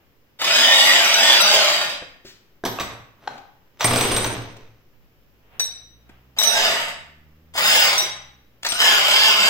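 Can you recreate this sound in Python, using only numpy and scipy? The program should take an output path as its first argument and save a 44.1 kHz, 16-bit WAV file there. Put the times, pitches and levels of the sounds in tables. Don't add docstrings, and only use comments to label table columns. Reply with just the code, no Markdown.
import sys
import numpy as np
from scipy import signal
from scipy.fft import rfft, irfft, next_fast_len
from scipy.io import wavfile
from scipy.ndimage import map_coordinates

SR = 44100
rng = np.random.default_rng(int(sys.argv[2]) if len(sys.argv) > 2 else 0)


def log_audio(samples):
    frames = np.atleast_2d(samples).T
    limited = np.clip(frames, -1, 1)
    pcm = np.round(limited * 32767).astype(np.int16)
    wavfile.write(sys.argv[1], SR, pcm)


N = 418509
TIME = np.arange(N) / SR
CRANK_RATIO = 7 / 41
USUAL_SPEED = 225

# t/s, body gain/dB, crack gain/dB, chisel ping level/dB
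BLOWS = [(3.843, -10.5, -17.5, -17.5), (3.876, -20, -21.5, -26.5), (3.907, -17, -28, -22),
         (3.933, -18, -27, -26.5), (3.958, -16, -19.5, -22), (3.983, -21.5, -24, -24),
         (4.009, -16, -16.5, -26), (4.035, -21, -28, -27), (4.074, -31, -33, -24),
         (4.117, -20, -25.5, -24.5), (4.163, -18, -17.5, -24), (4.243, -19, -21, -26.5)]
# f/Hz, width/Hz, lift/dB
CASE_RESONANCES = [(113, 28, 12.5), (256.7, 74, 3.5), (420, 110, -1), (670, 120, 0), (1008, 210, 2),
                   (3850, 320, 4), (5120, 560, 0.5), (6020, 400, 10.5), (6970, 500, -3.5)]
# f/Hz, level/dB
THUMP = [(30, -7), (75, -10), (110, -6.5), (280, 1.5), (500, 1.5), (1200, -48)]
# f/Hz, level/dB
BODY = [(150, -46), (350, -12.5), (700, 6), (1500, -0.5), (2300, -2.5), (4000, -13), (6000, -25),
        (16000, -58.5)]
# f/Hz, level/dB
CRACK = [(1500, -17.5), (3500, 4), (5000, -0.5), (8000, -7), (9500, -19), (11500, -12), (15500, -11)]


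def amp(db):
    return 10 ** (np.asarray(db) / 20)


def unit(x):
    return x / np.sqrt(np.mean(x ** 2) + 1e-20)


def read(points, hz):
    f, value = np.transpose(points)
    return np.interp(np.log(hz + 1), np.log(f + 1), value)


def follow(rows):
    s, *columns = np.transpose(rows)
    return [np.interp(TIME, s, column) for column in columns]


def add(mix, s, sound):
    part = mix[..., max(round(s * SR), 0):][..., :sound.shape[-1]]
    part += sound[..., :part.shape[-1]]


def colour(x, spectrum, resonances=(), size=4096):
    hz = np.fft.rfftfreq(size, 1 / SR)
    db = read(spectrum, hz)
    db = db + sum(lift / (1 + (2 * (hz - f) / width) ** 2) for f, width, lift in resonances)
    log_gain = np.log(amp(np.r_[db, db[-2:0:-1]]))
    taps = np.fft.ifft(np.exp(np.conj(signal.hilbert(log_gain)))).real
    return signal.oaconvolve(x, taps)[:len(x)]


def noise(spectrum):
    return unit(colour(rng.standard_normal(N), spectrum))


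def wander(rate_hz):
    knots = rng.standard_normal(N // 8)
    return unit(np.interp(TIME * rate_hz, np.arange(len(knots)), knots))


def swells(rows, rise_db_per_s, fall_db_per_s):
    gain = 0
    for s, hold, db in rows:
        rise = rise_db_per_s * np.maximum(s - TIME, 0)
        fall = fall_db_per_s * np.maximum(TIME - s - hold, 0)
        gain = gain + amp(db - rise - fall)
    return gain


def ring(modes, wobble=1.0, wobble_hz=70, scatter_db=0, pitch=1):
    hz, db, t60 = np.transpose(modes)[:, :, None]
    db = db + scatter_db * rng.standard_normal(db.shape)
    t = np.arange(SR // 2) / SR
    knots = rng.standard_normal((len(hz), 200, 2)) @ [1, 1j]
    waver = np.array([np.interp(t * wobble_hz, np.arange(len(k)), k) for k in knots])
    tones = np.exp(2j * np.pi * (pitch * hz * t + rng.random(hz.shape)))
    waves = amp(db - 60 * t / t60) * ((1 + wobble * waver) * tones).real
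    onset = np.minimum(t * 1000, 1)
    return waves.sum(0) * onset * np.sqrt(2 / np.sum(amp(2 * db)) / (1 + wobble ** 2))


def burst(spectrum, resonances, t60, rise_s=0.003):
    t = np.arange(SR // 4) / SR
    spot = [(hz, hz / 6, 3 * rng.standard_normal()) for hz in np.geomspace(500, 15000, 16)]
    envelope = np.exp(-np.log(1000) * t / t60) * (1 - np.exp(-t / rise_s))
    x = colour(rng.standard_normal(len(t)) * envelope, spectrum, [*resonances, *spot])
    return x / np.sqrt(np.sum(x ** 2) / (SR / 100))


def place(x, lead_ms, pan_db):
    lag = round(lead_ms * SR / 1000)
    left, right = (np.pad(x, (max(k, 0), 0))[:len(x)] for k in (-lag, lag))
    return np.array([left * amp(pan_db / 2), right * amp(-pan_db / 2)])


def diffuse(pair, port_gap_s=0.0003):
    a, b = rfft(pair)
    same = np.sinc(2 * port_gap_s * np.fft.rfftfreq(pair.shape[1], 1 / SR)) * .78
    mid, side = a * np.sqrt((1 + same) / 2), b * np.sqrt((1 - same) / 2)
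    return irfft(np.array([mid + side, mid - side]), pair.shape[1])


def garage(x, wet_db, first_s=0.002, build_s=0.0029):
    # f/Hz, t60/s
    echo_time = [(100, 0.94), (300, 0.45), (800, 0.62), (2000, 0.67), (5000, 0.5), (9000, 0.42),
                 (16000, 0.15)]
    a, b = 2 * np.pi * np.outer([1.1, .7], TIME)
    wet = 0
    for share in np.cos(a), np.sin(a) * np.cos(b), np.sin(a) * np.sin(b):
        sparse = rng.standard_normal((2, SR)) * (rng.random((2, SR)) < .1)
        hz, t, z = signal.stft(sparse, SR, nperseg=256)
        fade = np.exp(-np.log(1000) * t / read(echo_time, hz)[:, None])
        tail = signal.istft(z * fade, SR, nperseg=256)[1][:, :SR]
        tail = diffuse(tail * np.clip((TIME[:SR] - first_s) / build_s, 0, 1))
        wet = wet + signal.oaconvolve(x * share, tail / np.linalg.norm(tail[0]), axes=1)[:, :N]
    return (x + amp(wet_db) * wet) / np.sqrt(1 + amp(2 * wet_db))


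def far_engine():
    # t/s, firing rate f/Hz, gain/dB
    drone_course = [(5.0, 46.02, -71), (5.65, 52.2, -57), (6.5, 66, -55.5), (7.65, 82.4, -52.5),
                    (8.25, 66.1, -52.5), (8.6, 57.1, -61.5), (9.4, 47.9, -58)]
    # multiple of the firing rate, level/dB
    drone_orders = [(1, -3.5), (2, -6.5), (3, -14), (4, -18.5), (5, -24)]
    hz, drone_db = follow(drone_course)
    angle = 2 * np.pi * np.cumsum(hz * (1 + 0.013 * wander(14))) / SR
    tones = sum(amp(db + 1.7 * wander(2.5)) * np.sin(k * angle) for k, db in drone_orders)
    return place(np.sqrt(2) * amp(drone_db) * tones, lead_ms=0, pan_db=-0.5)


def hush_and_sleeve():
    # f/Hz, level/dB
    hush = [(18, -39.5), (30, -12), (101, -2.5), (577, -11), (659, -20), (2810, -22), (4530, -26.5),
            (5030, -23.5), (8090, -34.5), (8990, -48), (10800, -33), (15200, -20), (16500, -38)]
    # f/Hz, level/dB
    cloth = [(100, 5), (250, 0.5), (600, 3.5), (1500, 0.5), (3000, -1), (6000, -35), (12000, -22)]
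    # t/s, hold/s, gain/dB
    swishes = [(0, 0.049, -77), (5.53, 0.12, -54.5), (6.1, 0.035, -62)]
    hush_db, rest_db = -62, -67.5
    rustle = amp(rest_db) + swells(swishes, rise_db_per_s=253, fall_db_per_s=108.5)
    rustle = rustle * amp(1.0 * wander(36))
    air = np.array([amp(hush_db) * noise(hush) + rustle * noise(cloth) for _ in range(2)])
    return diffuse(np.pad(air, ((0, 0), (0, next_fast_len(N) - N))))[:, :N]


def low_shaking():
    # f/Hz, level/dB
    deep = [(6, 7.5), (11, -14.5), (25, -26), (60, -39), (150, -60.5), (500, -88)]
    # t/s, hold/s, gain/dB
    rumbles = [(3.83, 0.52, -42.5), (6.5, 0.089, -46), (8.72, 0.037, -50)]
    rest_db = -62
    gain = amp(rest_db) + swells(rumbles, rise_db_per_s=500.5, fall_db_per_s=37)
    return gain * (noise(deep) + .7 * np.array([noise(deep), noise(deep)]))


def background():
    return hush_and_sleeve() + low_shaking() + far_engine()


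def handling(body_gain_db=-3, thump_gain_db=-2, crack_gain_db=-5):
    # t/s, hold/s, level/dB
    slides = [(2.255, 0.039, -44.5)]
    # f/Hz, level/dB
    glove = [(500, -13), (1800, 4), (5000, 5.5), (8000, -5), (9500, -19), (15000, -6)]
    # f/Hz, width/Hz, lift/dB
    grip = [(850, 1300, -3.5), (1720, 1000, 4.5)]
    # t/s, body/dB, thump/dB, crack/dB, length of body and crack against the usual click
    clicks = [(.415, -20.5, -47.5, -16.5, 0.92), (2.018, -36, -36, -55, 0.82),
              (2.248, -55.5, -39.5, -54, 0.95), (3.377, -47, -53.5, -44.5, 0.87),
              (3.795, -36.5, -52, -35, 1.04), (4.566, -63, -54, -44.5, 0.77),
              (5.595, -27, -52.5, -18.5, 1.3), (6.091, -47, -45.5, -53, 1), (6.375, -43, -58.5, -41, .5),
              (6.387, -28.5, -44, -19, 1), (6.41, -23.5, -51.5, -17.5, 0.74), (6.433, -34, -47, -10, 1),
              (7.551, -29, -43, -34, 1.9), (7.576, -18.5, -44, -13, 1.5), (8.631, -37.5, -55, -26.5, 0.25),
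              (8.647, -21.5, -47, -19, 1.1), (8.663, -23.5, -43, -15, .8), (8.719, -35, -38, -15, 0.57),
              (8.815, -15.5, -41, -12, 1.2)]
    out = swells(slides, rise_db_per_s=1999, fall_db_per_s=200) * noise(glove)
    for s, body_db, thump_db, crack_db, length in clicks:
        add(out, s, amp(body_db + body_gain_db) * burst(BODY, grip, t60=0.059 * length))
        add(out, s, amp(thump_db + thump_gain_db) * burst(THUMP, grip, t60=0.031))
        add(out, s, amp(crack_db + crack_gain_db) * burst(CRACK, grip, t60=0.051 * length))
    return place(out, lead_ms=.12, pan_db=2.5)


def rib():
    # t/s, level/dB
    taps = [(3.2745, -14), (3.277, -12.5)]
    # f/Hz, level/dB, t60/s
    rib_modes = [(812, -1, 0.026), (1566.6, 2.5, 0.008), (2570, -14, 0.01), (3150, -8.5, 0.0079),
                 (4050, -5, 0.007), (5460, -13.5, 0.0064), (7000, -21, .01)]
    out = np.zeros(N)
    for s, db in taps:
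        add(out, s, amp(db) * ring(rib_modes, wobble=.2))
    return place(out, lead_ms=-.04, pan_db=3.5)


def grains(spectrum, per_s):
    contacts = rng.standard_normal(N) * (rng.random(N) < per_s / SR)
    return unit(colour(contacts, spectrum, CASE_RESONANCES))


def rubbing():
    # t/s, hold/s, level/dB
    jostles = [(3.93, 0.32, -26)]
    # f/Hz, level/dB
    jostle = [(30, -4), (70, -13), (110, -6.5), (200, -9), (400, -0.5), (650, -7), (1100, -13.5),
              (2500, -13), (6000, -25), (15000, -53)]
    # t/s, hold/s, level/dB
    scrapes = [(2.91, 0.018, -42), (3.225, 0.066, -52.5), (3.295, 0.031, -43)]
    # f/Hz, level/dB
    scrape = [(100, -9), (400, 0), (900, -1), (1600, -7.5), (3000, -11.5), (6500, -25.5), (9000, -29.5),
              (15000, -34)]
    out = swells(jostles, rise_db_per_s=207.5, fall_db_per_s=78.5) * grains(jostle, per_s=440)
    return out + swells(scrapes, rise_db_per_s=400.5, fall_db_per_s=203.5) * grains(scrape, per_s=2500)


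def case_blow(out, s, body_db, thump_db, crack_db):
    # f/Hz, level/dB, t60/s
    table_modes = [(93, -1, 0.57), (117.2, 0.5, 0.54)]
    # f/Hz, level/dB, t60/s
    spanner = [(4470, -4, 0.2), (6240, -5, .3), (7490, 3.5, .11), (7930, 5, 0.21), (8910, -7.5, 0.17),
               (10800, -11, .35), (11370, -3, .33), (12900, -1.5, .22), (13330, -1, .5), (13850, -3, .45),
               (14600, -1, .35), (15600, 4, .14)]
    add(out, s, amp(body_db - 4) * burst(BODY, CASE_RESONANCES, t60=0.057))
    add(out, s, amp(thump_db + 2) * burst(THUMP, CASE_RESONANCES, t60=0.056))
    add(out, s, amp(thump_db - 17) * ring(table_modes, wobble=0))
    add(out, s, amp(crack_db - 3) * burst(CRACK, CASE_RESONANCES, t60=0.035, rise_s=0.0008))
    add(out, s, amp(crack_db - 13) * ring(spanner, scatter_db=4.5))


def case(bounces=6, bounce_gap_s=0.0068, bounce_loss_db=3.5):
    # t/s, thud level/dB, thud pitch factor, hop/s, clatter gain/dB, boom gain/dB
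    knocks = [(2.638, -11.5, 0.81, 0.012, -19.5, -27.5), (2.787, -12, 1.33, 0.0098, -22, -32),
              (3.807, -16, 1.6, 0.002, -17.5, -48)]
    # f/Hz, level/dB, t60/s
    thud = [(328.4, -11.5, 0.032), (524, 0, 0.018), (842, -1, 0.024), (1227, -5.5, .025),
            (2000, -5.5, 0.017)]
    out = rubbing()
    for s, body_db, crack_db, _ in BLOWS:
        case_blow(out, s, body_db, body_db - 11, crack_db)
    for s, thud_db, pitch, hop_s, clatter_db, boom_db in knocks:
        add(out, s, amp(thud_db) * ring(thud, wobble=0.4, pitch=pitch))
        add(out, s, amp(thud_db - 29) * burst(CRACK, CASE_RESONANCES, t60=0.014))
        for k in range(bounces):
            at = s + hop_s + bounce_gap_s * (k + rng.uniform(-.3, .3))
            body_db = clatter_db - k * bounce_loss_db
            case_blow(out, at, body_db, boom_db - k * bounce_loss_db, body_db - 3)
    return place(out, lead_ms=-.03, pan_db=-.5)


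def chisel():
    # t/s, clang level/dB, ping level/dB, pan/dB
    clangs = [(1.044, -19, -44.5, -4.5), (1.074, -20.5, -43, 6.5), (1.14, -13, -54, 1.5),
              (1.325, -16.5, -48.5, -3), (1.404, -12.5, -54.5, 5.5), (5.596, -17.5, -67, 2.5),
              (6.386, -12, -43.5, 7), (6.432, -20, -26, -11), (6.472, -15, -30.5, -11.5),
              (7.979, -15, -57.5, 1.5), (8.688, -26, -24.5, 8)]
    # f/Hz, level/dB, t60/s
    clang_modes = [(2170, -20.5, 0.39), (3806, 0, 0.46), (3897, 5.5, 0.15), (5845, 7, 0.28),
                   (5780, -2.5, 0.31), (7900, -10.5, .15), (8090, 2.5, 0.13), (10800, -8.5, 0.23),
                   (13300, -7, 0.27), (13820, -7.5, .17)]
    # f/Hz, level/dB, t60/s
    ping_modes = [(8580, -3.5, 0.2), (8600, -3, 0.25), (10900, -19, 0.25), (13870, -13, .18),
                  (15283, -17, .25)]
    out = np.zeros((2, N))
    for s, _, _, ping_db in BLOWS:
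        add(out, s, place(amp(ping_db) * ring(ping_modes), lead_ms=.1, pan_db=0))
    for s, clang_db, ping_db, pan_db in clangs:
        sound = amp(clang_db) * ring(clang_modes) + amp(ping_db) * ring(ping_modes)
        add(out, s, place(sound, lead_ms=.1, pan_db=pan_db))
    return out


def rotor(pulls, spin_up_s=.16):
    speed = np.zeros(N)
    for on, off, top, loss in pulls:
        before = np.interp(on, TIME, speed)
        held = np.clip(TIME - on, 0, off - on)
        driven = np.sqrt(top ** 2 + (before ** 2 - top ** 2) * np.exp(-held / spin_up_s))
        coasting = np.maximum(driven - loss * np.maximum(TIME - off, 0), 0)
        speed = np.where(TIME < on, speed, coasting)
    return speed


def loudness(speed, db_per_octave=5, lag_s=0.0018, swell_s=0.026):
    # from t/s, until t/s, change/dB
    subdued = [(.38, 0.392, -10.5), (6.353, 6.535, -5.5), (7.53, 7.551, -7.5), (8.603, 8.779, -12)]
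    keep = np.exp(-1 / (lag_s * SR))
    target = amp(db_per_octave * np.log2(speed / USUAL_SPEED + 1e-12))
    gain = signal.lfilter([1 - keep], [1, -keep], target)
    cut_db = sum(db * (TIME >= s) * np.clip(1 - (TIME - until) / swell_s, 0, 1) for s, until, db in subdued)
    return gain * amp(cut_db)


def mechanism(turns, stroke_share=0.63, slap_turns=0.2, grain_db=2, grains_per_s=4000, hiss=0.5):
    crank = turns * CRANK_RATIO
    half = (2 * crank).astype(int)
    force = amp(2 * rng.standard_normal(N)[half]) * np.where(half % 2, stroke_share, 1)
    slaps = force * np.exp(-(2 * crank % 1) / (2 * slap_turns))
    strength = amp(grain_db * np.minimum(rng.exponential(1, N), 2))
    chatter = rng.standard_normal(N) * strength * (rng.random(N) < grains_per_s / SR)
    return unit(unit((0.37 + slaps) * chatter) + hiss * rng.standard_normal(N))


def crank_hum(turns, count=24):
    crank = turns * CRANK_RATIO
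    return unit(sum(np.cos(2 * np.pi * (k * crank + rng.random())) for k in range(1, count)))


def whine(turns, speed, flutter_db=4, jitter_turns=0.0032):
    # multiple of the rotor speed, gain/dB before flutter and speed
    orders = [(1, -32), (2, -30), (6.83, -13), (7, -15), (7.17, -17), (12, -16.5), (13, -11),
              (13.83, -13.5), (14, -17.5), (21, -20.5), (28, -20)]
    angle = 2 * np.pi * (turns + jitter_turns * wander(70))
    lines = sum(amp(db + flutter_db * wander(35)) * np.cos(order * angle) for order, db in orders)
    return np.sqrt(2) * lines * speed / speed.max()


def near_echoes(x, count=6):
    echo = np.zeros(N)
    for delay_s in rng.uniform(.002, .012, count):
        path = (TIME - delay_s - .0002 * wander(4)) * SR
        echo += rng.choice([-1, 1]) * map_coordinates(x, [path], order=3)
    return unit(x + .22 * echo)


def flicker(x, depth_db, patch_hz, patch_s, full_hz):
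    hz, t, z = signal.stft(x, SR, nperseg=1024, noverlap=768)
    grid = np.meshgrid(hz / patch_hz, t / patch_s, indexing="ij")
    patches = unit(map_coordinates(rng.uniform(-1, 1, (400, 400)), grid, order=1, mode="wrap"))
    depth = depth_db * np.minimum(hz / full_hz, 1)[:, None]
    power = np.mean(amp(2 * depth * patches.ravel()[::997]), axis=1, keepdims=True)
    gain = amp(depth * patches) / np.sqrt(power)
    return unit(signal.istft(z * gain, SR, nperseg=1024, noverlap=768)[1][:N])


def motor(treble_split_hz=3200, treble_db_per_hz=0.0134):
    # on t/s, off t/s, speed it heads for/(turns/s), coasting loss/(turns/s per s)
    pulls_by_run = [
        [(.388, .915, 286, 590), (1.115, 1.275, 317, 570), (1.42, 1.55, 278, 565)],
        [(3.789, 3.964, 290, 673)],
        [(6.363, 6.608, 275.6, 750)],
        [(7.536, 7.755, 296, 750)],
        [(8.624, 8.9, 283, 900), (9.02, 9.255, 275, 940), (9.35, 9.49, 287, 750)],
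    ]
    # pose, gain at the usual speed/dB, tilt/(dB per octave), whine gain/dB, left lead/ms, pan/dB
    runs = [("side-on", -16, 0.098, -.5, .09, 0), ("side-on", -29.5, -.5, -6, -.03, -.5),
            ("upright", -18, -1.5, -1, 0.16, -0.41), ("upright", -16.5, 0.091, -0.46, 0.19, 1),
            ("forward", -15.5, .2, -0.74, .15, -0.15)]
    # f/Hz, level/dB
    side_on = [(59, -50), (100, -31), (471, -16.5), (583, -4), (1200, -7), (1800, -9), (2370, -7.5),
               (2700, -1), (3700, -1.5), (4250, -3.5), (4980, -1.5), (5530, -15), (5900, -7), (9020, -21.5),
               (16000, -23.5)]
    # f/Hz, level/dB
    upright = [(59, -41), (100, -35), (234, -15.5), (330, -20), (621, 0), (2420, -2.5), (2680, 3),
               (3350, 3), (3650, 3), (4200, 0), (4980, 4.5), (5530, -7), (6400, -2.5), (8830, -11.5),
               (9610, -10.5), (16000, -15)]
    # f/Hz, level/dB
    forward = [(59, -48), (100, -35), (558, -11.5), (662, -4.5), (1610, -4.5), (1910, -13.5), (2990, 4),
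               (3600, -2.5), (4200, -3), (4870, -1), (5650, -9), (7610, -14), (9020, -18.5), (15000, -19.5),
               (16000, -25)]
    # f/Hz, width/Hz, lift/dB
    housing = [(600, 160, 1.5), (1831, 200, 4), (2150, 260, 7), (2690, 130, 1), (4265, 260, -8),
               (5080, 420, 3.5), (5640, 160, -9.5), (7150, 110, -1), (7840, 490, 8), (8770, 300, -8),
               (15500, 670, 12)]
    poses = {"side-on": side_on, "upright": upright, "forward": forward}
    speeds = [rotor(pulls) for pulls in pulls_by_run]
    speed = sum(speeds)
    turns = np.cumsum(speed) / SR
    drive = near_echoes(mechanism(turns) + amp(-16) * crank_hum(turns))
    drive = flicker(drive, depth_db=2, patch_hz=150.74, patch_s=.05, full_hz=600)
    drive = flicker(drive, depth_db=3.5, patch_hz=115, patch_s=.08, full_hz=3500)
    lines = whine(turns, speed)
    gain = loudness(speed)
    brightness = amp(treble_db_per_hz * (speed - USUAL_SPEED))
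    high_pass = signal.butter(1, treble_split_hz, "high", fs=SR, output="sos")
    out = np.zeros((2, N))
    for run, (pose, level_db, tilt_db, whine_db, lead_ms, pan_db) in zip(speeds, runs):
        turning = np.flatnonzero(run)
        span = slice(turning[0], turning[-1] + SR // 4)
        spectrum = [(hz, db + tilt_db * np.log2(hz)) for hz, db in poses[pose]]
        rattle = unit(colour(drive[span], spectrum, housing))
        treble = signal.sosfiltfilt(high_pass, rattle)
        tool = rattle + (brightness[span] - 1) * treble + amp(whine_db) * lines[span]
        out[:, span] += place(amp(level_db) * gain[span] * tool, lead_ms, pan_db)
    return out


def scene():
    small_sounds = garage(handling() + rib(), wet_db=-8)
    plastic = garage(case(), wet_db=-2.5)
    steel = garage(chisel(), wet_db=-5)
    machine = garage(motor(), wet_db=-1.0)
    return background() + small_sounds + plastic + steel + machine


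def record(dry, edge_hz=16100):
    low_pass = signal.firwin(255, edge_hz, window=("kaiser", 8), fs=SR)
    return signal.oaconvolve(np.clip(dry, -1, 1), low_pass[None], "same", axes=1)


dry = scene()
out = record(dry)
log_audio(out)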